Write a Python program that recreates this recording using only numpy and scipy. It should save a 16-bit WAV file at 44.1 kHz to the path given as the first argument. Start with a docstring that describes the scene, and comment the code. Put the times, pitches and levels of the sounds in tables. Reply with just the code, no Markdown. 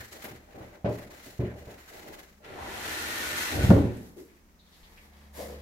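"""Hands brush and tap a large cardboard box with polystyrene packing, unpacked in a living room.
Flaps slap, a thin foam sleeve hisses off in one long pull, the load drops back with a deep thud, and
the sleeve rustles as it is carried off. Blows ring modes of box and flap; rubbing is a train of tiny
random slips, coloured and shaped by strokes; far away, a hum of wavering partials swells and sags."""
import sys
import numpy as np
from scipy import signal
from scipy.fft import rfft, irfft, next_fast_len
from scipy.io import wavfile

SR = 44100
rng = np.random.default_rng(int(sys.argv[2]) if len(sys.argv) > 2 else 0)


def wrap_up_sound(samples):
    """Save the sound to the file named by the first command line argument, as 16-bit audio."""
    columns = np.atleast_2d(samples).T
    # keep every value between -1 and 1, then stretch to whole-number steps
    tamed = np.clip(columns, -1, 1)
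    steps = np.round(tamed * 32767).astype(np.int16)
    wavfile.write(sys.argv[1], SR, steps)


N = 247401
TIME = np.arange(N) / SR   # s

# Levels are relative: filters, boosts and the sum of layers set the final ones.
# blows on the box: start_s, level_db, panel_hz, dull_above_hz, loose_rattle_db, contact_build_s
KNOCKS = [(0.001, -42.5, 86, 736, 8.5, 0.0018), (0.305, -35, 130, 239, 10.5, 0.0082),
          (.555, -45, 120, 350, 2.5, 0.0036), (0.606, -39.5, 96, 604, 10.5, .002),
          (0.8445, -19.5, 160, 627, 7.5, 0.00097), (0.860, -24, 196, 650, -0.5, 0.00085),
          (0.888, -28.5, 135, 534, 11, 0.0012), (.992, -48, 250, 700, 10, .001),
          (1.262, -40, 272, 400, -2, 0.0024), (1.392, -20.5, 120, 448, 4.5, 0.0016),
          (1.406, -30.5, 118, 300, 10.5, 0.0017), (1.433, -23.5, 126, 340, 5.5, 0.00082),
          (1.512, -40, 170, 600, 9, .001), (1.612, -44, 85, 500, 6.5, .0015),
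          (1.670, -39, 74.4, 418, 4, 0.0022), (2.61, -36.5, 75, 200, 7, 0.0062),
          (3.548, -34.5, 88, 454, -3, 0.0047), (3.588, -20, 80, 242, -8.5, 0.0045),
          (3.622, -27.5, 280, 350, 7, 0.0026), (3.6355, -12.5, 98, 193.6, -23, 0.0027),
          (3.6915, -3, 132, 150, -8, 0.0017), (3.7035, -1.5, 199, 425, -0.5, 0.0023),
          (3.7495, -10.5, 125, 347, 11, 0.0042), (3.7945, -13.5, 114, 192, 14, 0.0025),
          (3.842, -18, 190, 450, -3, 0.0012), (4.815, -43, 42, 58.3, 7, 0.0014)]
# modes of the box and the air in it: pitch_hz, level_db, t60_s
BOX_MODES = [(36.5, -13.5, 0.53), (72.4, -17, 0.77), (89, -6.5, 0.23), (114.3, -5, 0.43),
             (182.8, -8.5, 0.34), (222, -17.5, 0.43), (279.3, -13.5, 0.38), (362.5, -7.5, 0.26),
             (424, -18.5, 0.38), (546, -10, 0.28), (650, -18, 0.24), (786, -28, 0.22), (875, -22.5, 0.31),
             (987, -16, 0.34)]
# spectrum of the clatter of loose panels: frequency_hz, level_db per Hz
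RATTLE_COLOUR = [(25, -14), (50, -20), (90, 4), (200, 10.5), (350, 10.5), (600, 9), (1100, 6), (1800, -5),
                 (4000, -40), (9000, -40), (16000, -36)]
THIN_SHARE = 0.52   # a panel radiates little below this share of its pitch
# loose panels touch a few times after a blow; the room's answer has its own level
CHATTER_PER_S, CHATTER_DECAY_S, RATTLE_TAIL_DB = 160, .035, -1

# the stiff top flap smacked against the box: start_s, level_db, favoured_pitch_hz
SLAPS = [(0.8445, -23, 673), (0.860, -22.5, 586), (0.894, -23.5, 550), (0.933, -32, 605), (.993, -37, 580),
         (1.039, -41.5, 624), (1.394, -35, 700), (1.408, -29.5, 414), (1.436, -28, 350),
         (1.466, -34.5, 550), (1.513, -40, 580), (1.615, -40.5, 397), (1.672, -38.5, 440),
         (3.716, -11, 318)]
# modes of the flap: pitch_hz, level_db, t60_s
FLAP_MODES = [(254, -15.5, 0.2), (360.4, -5.5, 0.079), (417, -8, 0.34), (474, -8.5, 0.22),
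              (541.3, -10, 0.18), (578.7, -7, 0.27), (610, -3, 0.14), (683, -7.5, 0.11), (826, -11, 0.11),
              (1030, -22, .2), (1380, -17.5, .15)]

# card and foam crack as the load lands: start_s, level_db
CRACKS = [(3.7035, -22), (3.73, -34), (3.765, -35), (3.815, -43)]
# spectrum of the cracks: frequency_hz, level_db per Hz
CRACK_COLOUR = [(400, -11), (750, 7), (1000, -3), (1150, -2.5), (1400, -1.5), (1850, -5), (2300, -23.5),
                (4000, -25), (9000, -34)]
CRACK_DECAY_S = .012

# hiss of the sleeve sliding off in one pull: time_s, level_db
PULL = [(2.45, -61.5), (2.494, -60.5), (2.582, -57.5), (2.628, -53.5), (2.896, -44.5), (3.364, -43),
        (3.384, -41), (3.56, -44), (3.582, -46), (3.652, -44.5), (3.84, -56), (4.0, -65.5), (4.2, -98)]
# spectrum of the sliding sleeve: frequency_hz, level_db per Hz
SLEEVE_COLOUR = [(450, -31), (800, -5.5), (1150, -3), (1450, 1), (1850, 0.5), (2300, -1.5), (3000, -5.5),
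                 (4400, -10.5), (4800, -16), (6500, -17.5), (9000, -22.5), (12400, -21), (14200, -24.5),
                 (15700, -35.5)]
# resonances of the stretched sleeve: pitch_hz (when the pull is strongest), width_hz, level_db
SLEEVE_PEAKS = [(1452, 50, -12), (1810, 46, -13.5), (2070, 110, -15)]
SING_RISE_OCTAVES_PER_S, SING_WANDER_OCTAVES = .1, .018
PULL_TREBLE_DB, TREBLE_GROWTH = -2, 1.39   # treble over middle at the peak; dB of treble per dB of pull
# the sleeve catches on the packing: middle_s, half_length_s, pitch_hz, level_db
CHIRPS = [(3.01, .06, 1400, -46.5), (3.105, .06, 1900, -42.5), (3.2, .06, 1820, -42.5),
          (3.26, .06, 1470, -43), (3.335, .06, 1810, -43), (3.42, .06, 1690, -45), (3.48, .06, 2020, -42.5)]
CHIRP_WAVER_OCTAVES, CHIRP_WAVERS_PER_S = .024, 90

# Every stroke speeds up, holds, then dies away at a steady rate.
# the empty sleeve swinging and folding: start_s, rise_s, hold_s, level_db, treble_over_middle_db
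SWINGS = [(3.9, 0.047, 0.14, -61.5, 1), (4.15, 0.031, .02, -62.5, 4), (4.27, 0.018, 0.066, -67.5, -2),
          (4.56, 0.25, 0.1, -64, -2), (4.74, 0.15, 0.17, -60, -5), (5.1, 0.038, 0.13, -60.5, -8.5),
          (5.315, 0.067, 0.047, -47, -0.5), (5.47, 0.029, 0.069, -54.5, -11)]
# spectra of the swinging sheet and of its creases: frequency_hz, level_db per Hz
SWING_COLOUR = [(450, 5), (800, 4), (1050, 8.5), (1400, -1.5), (1900, 7.5), (2600, -6.5), (4200, -4),
                (5000, -12.5), (7000, -15.5), (9000, -19.5), (12500, -13.5), (15700, -25)]
CRINKLE_COLOUR = [(900, -10), (2000, -3), (3800, -9), (5000, -11), (9000, -27)]
SWING_FADE_DB_PER_S = 105
CRINKLES_PER_S, CRINKLE_DB, CRINKLE_CLUMP_DB = 130, -3, 2
# the sleeve gathered up in the hands: start_s, rise_s, hold_s, level_db
GATHERS = [(5.33, 0.085, 0.041, -42.5), (5.44, 0.045, 0.046, -44.5)]
# spectrum of the gathered folds: frequency_hz, level_db per Hz
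GATHER_COLOUR = [(70, -7), (130, -4), (210, 2.5), (290, -1.5), (400, 2), (500, 10), (570, 5), (700, 0),
                 (850, -14), (1100, -17), (2000, -39)]
GATHER_FADE_DB_PER_S = 140

# packing dragging on the box wall: start_s, rise_s, hold_s, level_db
DRAGS = [(.11, 0.019, 0.037, -49.5), (.238, 0.0019, 0.024, -44), (.44, .06, .03, -54),
         (.52, 0.044, 0.02, -45), (.6, 0.0097, .025, -48), (.64, 0.077, 0.043, -53.5),
         (1.07, 0.038, 0.032, -50.5), (1.25, 0.012, 0.013, -50), (1.53, 0.012, 0.03, -49),
         (1.668, 0.0036, 0.066, -50.5), (1.83, 0.14, 0.13, -49), (2.03, 0.051, 0.045, -46),
         (2.36, 0.19, 0.1, -45), (2.62, 0.071, 1, -44), (3.45, 0.13, 0.18, -35.5),
         (4.45, 0.64, 0.69, -67.5)]
# spectrum of the dragging: frequency_hz, level_db per Hz
DRAG_COLOUR = [(25, -13), (70, 7), (110, 1.5), (170, -2), (270, 5), (370, 8), (480, 4.5), (600, 6),
               (790, 2.5), (1100, -10.5), (1700, -32.5), (3000, -74)]
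DRAG_FADE_DB_PER_S = 94.5
# hands brushing card and foam: start_s, rise_s, hold_s, level_db, treble_over_middle_db
BRUSHES = [(0, 0.00022, 0.0028, -49, 2), (.1, 0.022, 0.014, -50.5, 1.5), (.217, 0.0055, 0.015, -51, 0),
           (.24, 0.0062, 0.018, -47.5, -2.5), (.4, 0.21, 0.053, -56, -5.5), (.67, 0.059, .03, -61, -7),
           (.84, 0.094, .01, -53.5, -1.5), (.95, 0.041, 0.025, -51, -3), (1.08, 0.051, 0.026, -52, -0.5),
           (1.2, 0.06, 0.029, -53, 3.5), (1.38, 0.031, 0.042, -50.5, -9.5), (1.47, 0.14, 0.39, -57.5, -1.5),
           (1.62, 0.39, 0.2, -53.5, -0.5), (2.43, 0.022, 0.11, -54, -23)]
# spectrum of the brushing: frequency_hz, level_db per Hz
BRUSH_COLOUR = [(400, -38), (800, -2), (1100, 3.5), (1500, 6), (2000, 7), (2600, 0.5), (4300, -8.5),
                (4900, -16), (7000, -22.5), (8800, -30), (12400, -26.5), (15700, -29)]
BRUSH_FADE_DB_PER_S = 99.5
# snaps, scuffs and taps of foam and card: start_s, peak_db, pitch_hz, width_hz, build_s
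SNAPS = [(0.003, -38, 1740, 504, 0.0053), (0.124, -40.5, 6000, 9000, 0.003),
         (0.224, -43, 12500, 7000, .0015), (0.242, -30.5, 13100, 7000, 0.00046),
         (0.2414, -33, 1190, 2390, 0.0032), (0.61, -41.5, 800, 1110, 0.0025),
         (0.844, -34, 1460, 1630, 0.013), (1.445, -44, 1880, 1370, 0.003), (1.452, -45, 1870, 1290, 0.003),
         (1.471, -41, 1680, 796, 0.011), (1.672, -43, 610, 600, 0.0015), (2.445, -43, 2250, 2900, 0.0013),
         (2.55, -32, 800, 500, 0.074), (3.968, -46, 7550, 8500, .001), (4.16, -37.5, 342, 122, 0.015),
         (4.18, -52.5, 1504, 1500, 0.0091), (4.283, -56, 2100, 1200, .008),
         (4.365, -59, 2100, 1200, 0.0093), (4.482, -60.5, 1995, 900, 0.0063),
         (4.589, -53.5, 3860, 896, 0.011), (4.652, -56.5, 3720, 1410, 0.014),
         (4.716, -52, 3600, 2000, 0.021), (4.827, -50.5, 3300, 2200, .012),
         (4.972, -45.5, 2260, 800, 0.007), (5.385, -29, 563, 238, 0.016), (5.447, -53, 600, 400, 0.0028),
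         (5.495, -41, 630, 695, 0.001)]

# partials of the distant hum: multiple of the fundamental, level_db
HUM_PARTIALS = [(1, 3.5), (2, -21.5), (3, -5)]
HUM_DB, HUM_HZ = -70, 72.7   # the pitch before it sags
SWELL_START_S, SWELL_DB_PER_S, SAG_HZ_PER_S = 4.78, 25.5, 1.54
HUM_WAVER_RAD = 0.36      # phase waver per multiple above the fundamental
OVERTONE_SWELL = 0.93     # share of the swell in dB that the overtones follow
# spectrum of the room air: frequency_hz, level_db per Hz
AIR_COLOUR = [(15, -21), (30, -3.5), (60, -9), (110, -25), (170, -9), (350, -22.5), (700, -26), (1000, -25),
              (2000, -29.5), (3000, -34.5), (4200, -36.5), (6000, -33.5), (9000, -40.5), (15700, -37.5)]
AIR_DB = -60.5

# likeness of the two ears: frequency_hz, correlation (no unit)
LIKENESS = [(30, 0.85), (125, 0.84), (250, 0.89), (500, 0.65), (1000, -0.024), (2000, -0.072),
            (4000, -0.023), (16000, -0.056)]
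# reverberation of the room: frequency_hz, t60_s
ROOM_T60 = [(60, 0.17), (250, 0.72), (1000, 0.63), (4000, 0.49), (16000, 0.24)]
CUTOFF_HZ = 15750


def knocks():
    """Impact excitation: a panel flexes, box modes ring, parts rattle; higher-pitched panels sound thinner."""
    out, t = np.zeros((2, N)), TIME[:SR]
    hz, modes = ringing(BOX_MODES)
    rattles = []
    for _ in range(5):   # the blows use these in turn
        tail = from_db(RATTLE_TAIL_DB) * dying_field(RATTLE_COLOUR)
        rattles.append(tail + from_db(6) * chatter())
    for k, (s, db, panel_hz, dull_hz, loose_db, build_s) in enumerate(KNOCKS):
        flex = from_db(1.5) * np.sin(2 * np.pi * panel_hz * t) * np.exp(-t / 0.0095)
        ring = from_db(-4) * (strengths(hz, spread_db=2, ears_db=3) @ modes)
        clatter = from_db(loose_db - 19) * rattles[k % len(rattles)]
        blow = (flex + ring + clatter) * (1 - np.exp(-t / build_s))
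        dulled = cut(blow, dull_hz, "low")   # each blow has its own dullness
        add(out, s, from_db(db) * cut(dulled, THIN_SHARE * panel_hz, "high"))
    return out


def chatter():
    """Repeated contact: a dying run of separate touches of loose panels."""
    touches = (rng.random((2, SR)) < CHATTER_PER_S / SR) * rng.choice([-1, 1], (2, SR))
    return diffuse(touches, RATTLE_COLOUR) * np.exp(-TIME[:SR] / CHATTER_DECAY_S)


def slaps():
    """Selective modal excitation: where the bouncing flap lands decides which modes clap hollowly."""
    out = np.zeros((2, N))
    hz, modes = ringing(FLAP_MODES)
    build = 1 - np.exp(-TIME[:SR] / 0.002)
    for s, db, favoured_hz in SLAPS:
        octaves_off = np.abs(np.log2(hz / favoured_hz))
        stirred = strengths(hz, spread_db=2, ears_db=2) * from_db(-14 * octaves_off)
        add(out, s, from_db(db) * (stirred @ modes) * build)
    return out


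def cracks(tail_db=-15, tail_t60_s=.45):
    """Impulsive crushing: foam against card gives a sudden noise burst and the room's slower answer."""
    out, t = np.zeros((2, N)), TIME[:SR // 2]
    tail = from_db(tail_db - 60 * t / tail_t60_s)
    fall = np.exp(-t / CRACK_DECAY_S) + tail
    for s, db in CRACKS:
        add(out, s, from_db(db) * fall * diffuse(rng.standard_normal((2, len(t))), CRACK_COLOUR))
    return out


def sleeve(level_db=8, waver_db=3):
    """Sliding friction: dense slips hiss and excite resonances of the taut foam that waver and climb."""
    grains = rubbed(slips(per_s=6000, spread_db=1.5, clump_db=0.67, clumps_per_s=120), SLEEVE_COLOUR)
    pull = pull_gain()
    climb = SING_RISE_OCTAVES_PER_S * (TIME - TIME[pull.argmax()])
    for hz, width_hz, db in SLEEVE_PEAKS:
        pitch = hz * 2 ** (climb + SING_WANDER_OCTAVES * drift(14))
        song = sing(pitch, width_hz) * from_db(waver_db * drift(25))
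        grains = grains + from_db(db) * rms_one(song)
    treble = from_db(PULL_TREBLE_DB) * pull.max() * (pull / pull.max()) ** TREBLE_GROWTH
    return from_db(level_db) * stroke(grains, (pull, treble), split_hz=5130)


def pull_gain():
    """Interpolation in decibels: the pull's gain over time, with 30 ms fades beyond its ends."""
    s, db = np.transpose(PULL)
    inside = np.clip(1 + np.minimum(TIME - s[0], s[-1] - TIME) / .03, 0, 1)
    return inside * from_db(np.interp(TIME, s, db))


def sing(hz, width_hz):
    """Narrow-band resonance: slow noise modulates a carrier whose pitch may move; rms 1."""
    wobble = cut(rng.standard_normal((2, 2, len(hz))), width_hz / 2, "low")
    phase = 2 * np.pi * np.cumsum(hz) / SR
    return rms_one(wobble[0] * np.cos(phase) + wobble[1] * np.sin(phase))


def chirps():
    """Stick and release: each catch of the sleeve swells into a rough squeak, out of step at the ears."""
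    out = np.zeros((2, N))
    for s, half_length_s, hz, db in CHIRPS:
        swell = np.hanning(int(2 * half_length_s * SR))
        pitch = hz * 2 ** (CHIRP_WAVER_OCTAVES * drift(CHIRP_WAVERS_PER_S)[:len(swell)])
        cycles = np.cumsum(pitch) / SR + rng.random((2, 1)) / 2
        tone = np.sin(2 * np.pi * cycles)
        add(out, s - half_length_s, from_db(db) * swell * rms_one(tone))
    return out


def swing():
    """Sparse friction and buckling: the slack sheet rustles; its creases flip, heard mostly off the walls."""
    rustle = rubbed(slips(per_s=2700, spread_db=0.5, clump_db=0, clumps_per_s=30), SWING_COLOUR)
    flips = slips(per_s=CRINKLES_PER_S, spread_db=3, clump_db=CRINKLE_CLUMP_DB, clumps_per_s=18)
    crinkles = rubbed(flips, CRINKLE_COLOUR, early_s=0.051, direct_share=0.17)
    gains = bright_strokes(SWINGS, SWING_FADE_DB_PER_S)
    return stroke(rustle + from_db(CRINKLE_DB) * crinkles, gains, split_hz=7300)


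def gather():
    """Buckling friction: folds of the empty sleeve rub together."""
    grains = rubbed(slips(per_s=3100, spread_db=-1, clump_db=-1, clumps_per_s=330), GATHER_COLOUR)
    return strokes(GATHERS, GATHER_FADE_DB_PER_S) * grains


def drag(firm_db=-46, bass_hz=280):
    """Friction-driven wall: packing scrapes hollowly; firmer dragging moves the whole wall and adds bass."""
    grains = rubbed(slips(per_s=1500, spread_db=0, clump_db=-0.5, clumps_per_s=55), DRAG_COLOUR)
    force = strokes(DRAGS, DRAG_FADE_DB_PER_S)
    bass = signal.sosfiltfilt(signal.butter(2, bass_hz, fs=SR, output="sos"), grains)
    wall_bass = bass * force / from_db(firm_db)
    return force * (grains - bass + wall_bass)


def hands():
    """Dry friction: skin brushes over card and foam in many small slips."""
    grains = rubbed(slips(per_s=6500, spread_db=0, clump_db=-3.5, clumps_per_s=94), BRUSH_COLOUR)
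    return stroke(grains, bright_strokes(BRUSHES, BRUSH_FADE_DB_PER_S), split_hz=6700)


def snaps(tail_db=-13):
    """Resonant burst: brief noise passes one resonance twice, with a tail at the room's decay."""
    out, t = np.zeros((2, N)), TIME[:SR // 2]
    for s, db, hz, width_hz, build_s in SNAPS:
        rise = 1 - np.exp(-t / build_s)
        tail = from_db(tail_db - 60 * t / at_hz(ROOM_T60, hz))
        fall = np.exp(-t / (2 * build_s)) + tail
        burst = diffuse(rng.standard_normal((2, len(t))), [(hz, 0)]) * rise * fall
        snap = resonate(resonate(burst, hz, width_hz), hz, width_hz)
        add(out, s, from_db(db) * snap / np.abs(snap).max())
    return out


def background():
    """Harmonic series over noise: a distant hum, steady then swelling and sagging, in coloured room air."""
    swelling_s = np.maximum(TIME - SWELL_START_S, 0)
    phase = 2 * np.pi * np.cumsum(HUM_HZ - SAG_HZ_PER_S * swelling_s) / SR
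    swell_db = SWELL_DB_PER_S * swelling_s
    waver = HUM_WAVER_RAD * drift(20)
    hum = 0
    for multiple, db in HUM_PARTIALS:
        followed = OVERTONE_SWELL if multiple > 1 else 1
        partial = np.sin(multiple * phase + (multiple - 1) * waver)
        hum = hum + partial * from_db(HUM_DB + db + swell_db * followed)
    air = from_db(AIR_DB) * diffuse(rng.standard_normal((2, N)), AIR_COLOUR)
    return np.sqrt(2) * hum + air   # root 2: levels of the partials are rms


def slips(per_s, spread_db, clump_db, clumps_per_s):
    """Stick-slip friction: tiny random slips of either sign, stronger and weaker as surfaces catch and let go."""
    sizes = from_db(spread_db * np.minimum(rng.exponential(1, (2, N)), 4)) * rng.choice([-1, 1], (2, N))
    return sizes * (rng.random((2, N)) < per_s / SR) * from_db(clump_db * drift(clumps_per_s))


def rubbed(grains, colour, early_s=0.035, direct_share=0.86):
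    """Early reflection: friction heard directly and off box and walls, which ripple its colour."""
    t = TIME[:SR // 4]
    echoes = rng.standard_normal((2, len(t))) * np.exp(-t / early_s)
    reflected = rms_one(signal.oaconvolve(grains, echoes, axes=1)[:, :N])
    direct = np.sqrt(direct_share) * rms_one(grains)   # shares are of power
    return diffuse(direct + np.sqrt(1 - direct_share) * reflected, colour)


def stroke(grains, gains, split_hz):
    """Band-dependent friction: force sets a stroke's middle range, speed its treble."""
    mid_gain, treble_gain = gains
    low, high = cut(grains, split_hz, "low", order=3), cut(grains, split_hz, "high", order=3)
    return mid_gain * rms_one(low) + treble_gain * rms_one(high)


def envelope(start_s, rise_s, hold_s, fade_db_per_s):
    """Amplitude envelope: a smooth rise, a hold and a steady fade in decibels."""
    rise = np.sin(np.pi / 2 * np.clip((TIME - start_s) / rise_s, 0, 1)) ** 2
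    fading_s = np.clip(TIME - start_s - rise_s - hold_s, 0, 2)
    return rise * from_db(-fade_db_per_s * fading_s)


def strokes(rows, fade_db_per_s):
    """Dominance of the strongest: at each moment the loudest stroke sets the gain."""
    gains = [from_db(db) * envelope(s, rise_s, hold_s, fade_db_per_s) for s, rise_s, hold_s, db in rows]
    return np.max(gains, axis=0)


def bright_strokes(rows, fade_db_per_s):
    """Spectral balance: separate middle and treble gains for strokes that differ in brightness."""
    middle = [(s, rise_s, hold_s, db) for s, rise_s, hold_s, db, _ in rows]
    treble = [(s, rise_s, hold_s, db + treble_db) for s, rise_s, hold_s, db, treble_db in rows]
    return strokes(middle, fade_db_per_s), strokes(treble, fade_db_per_s)


def ringing(table):
    """Modal decay: the pitches of a body's modes and a second of each one's dying sine."""
    t = TIME[:SR]
    hz, db, t60 = np.transpose(table)
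    decay = from_db(db[:, None] - 60 * t / t60[:, None])
    return hz, np.sin(2 * np.pi * hz[:, None] * t) * decay


def strengths(hz, spread_db, ears_db):
    """Modal participation: each blow stirs modes anew, less equally at the ears where likeness is low."""
    unlike = np.sqrt(np.clip(1 - at_hz(LIKENESS, hz), 0, 1))
    shared_db = spread_db * rng.standard_normal(len(hz))
    return from_db(shared_db + ears_db * unlike * rng.standard_normal((2, len(hz))))


def dying_field(colour):
    """Reverberation: a second of dense reflections, each octave dying at the room's own rate."""
    rest, out, t = diffuse(rng.standard_normal((2, SR)), colour), 0, TIME[:SR]
    for hz in np.geomspace(125, 16000, 8):   # peel off octaves from the bass upward
        band = signal.sosfiltfilt(signal.butter(2, hz, fs=SR, output="sos"), rest)
        rest = rest - band
        out = out + band * from_db(-60 * t / at_hz(ROOM_T60, hz))
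    return out


def diffuse(pair, colour):
    """Interaural coherence: two signals become a coloured stereo field, alike in the bass; rms 1."""
    n = pair.shape[1]
    size = next_fast_len(n)
    hz = np.maximum(np.arange(size // 2 + 1) * SR / size, 1)
    mid, side = rfft(pair, size) * from_db(at_hz(colour, hz))
    alike = np.clip(at_hz(LIKENESS, hz), -1, 1)
    ears = np.sqrt(1 + alike) * mid + np.sqrt(1 - alike) * side * [[1], [-1]]
    return rms_one(irfft(ears, size)[:, :n])


def resonate(x, hz, width_hz):
    """Resonance: a two-pole filter with gain near 1 at its peak."""
    r = np.exp(-np.pi * width_hz / SR)
    zeros = np.array([1, 0, -1]) * (1 - r * r) / 2
    return signal.lfilter(zeros, [1, -2 * r * np.cos(2 * np.pi * hz / SR), r * r], x)


def cut(x, hz, kind, order=2):
    """Filtering: a causal low- or high-pass."""
    return signal.sosfilt(signal.butter(order, hz, kind, fs=SR, output="sos"), x)


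def drift(per_s):
    """Slow random fluctuation: straight lines between normal random knots."""
    knots = rng.standard_normal(N // 50)
    return np.interp(TIME * per_s, np.arange(len(knots)), knots)


def at_hz(points, hz):
    """Logarithmic frequency scale: read a table between its points."""
    f, value = np.transpose(points)
    return np.interp(np.log(hz), np.log(f), value)


def from_db(db):
    """Decibel scale: level to amplitude gain."""
    return 10 ** (np.asarray(db) / 20)


def rms_one(x):
    """Normalisation: scale to unit power."""
    return x / np.sqrt(np.mean(x ** 2) + 1e-20)


def add(out, s, sound):
    """Superposition: mix a sound in at its moment."""
    start = round(s * SR)
    out[:, start:start + sound.shape[-1]] += sound[..., :N - start]


def scene(left_db=0.5):
    """Superposition and level panning: all layers sum; the handling lies a little to the left."""
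    impacts = slaps() + cracks() + snaps()
    friction = sleeve() + chirps() + swing() + gather() + drag() + hands()
    handling = (impacts + friction) * from_db([[left_db], [-left_db]])
    return knocks() + handling + background()


def record(dry):
    """Band limiting: a steep elliptic low-pass removes the top."""
    return signal.sosfilt(signal.ellip(10, .2, 80, CUTOFF_HZ, fs=SR, output="sos"), dry)


dry = scene()
out = record(dry)
wrap_up_sound(out)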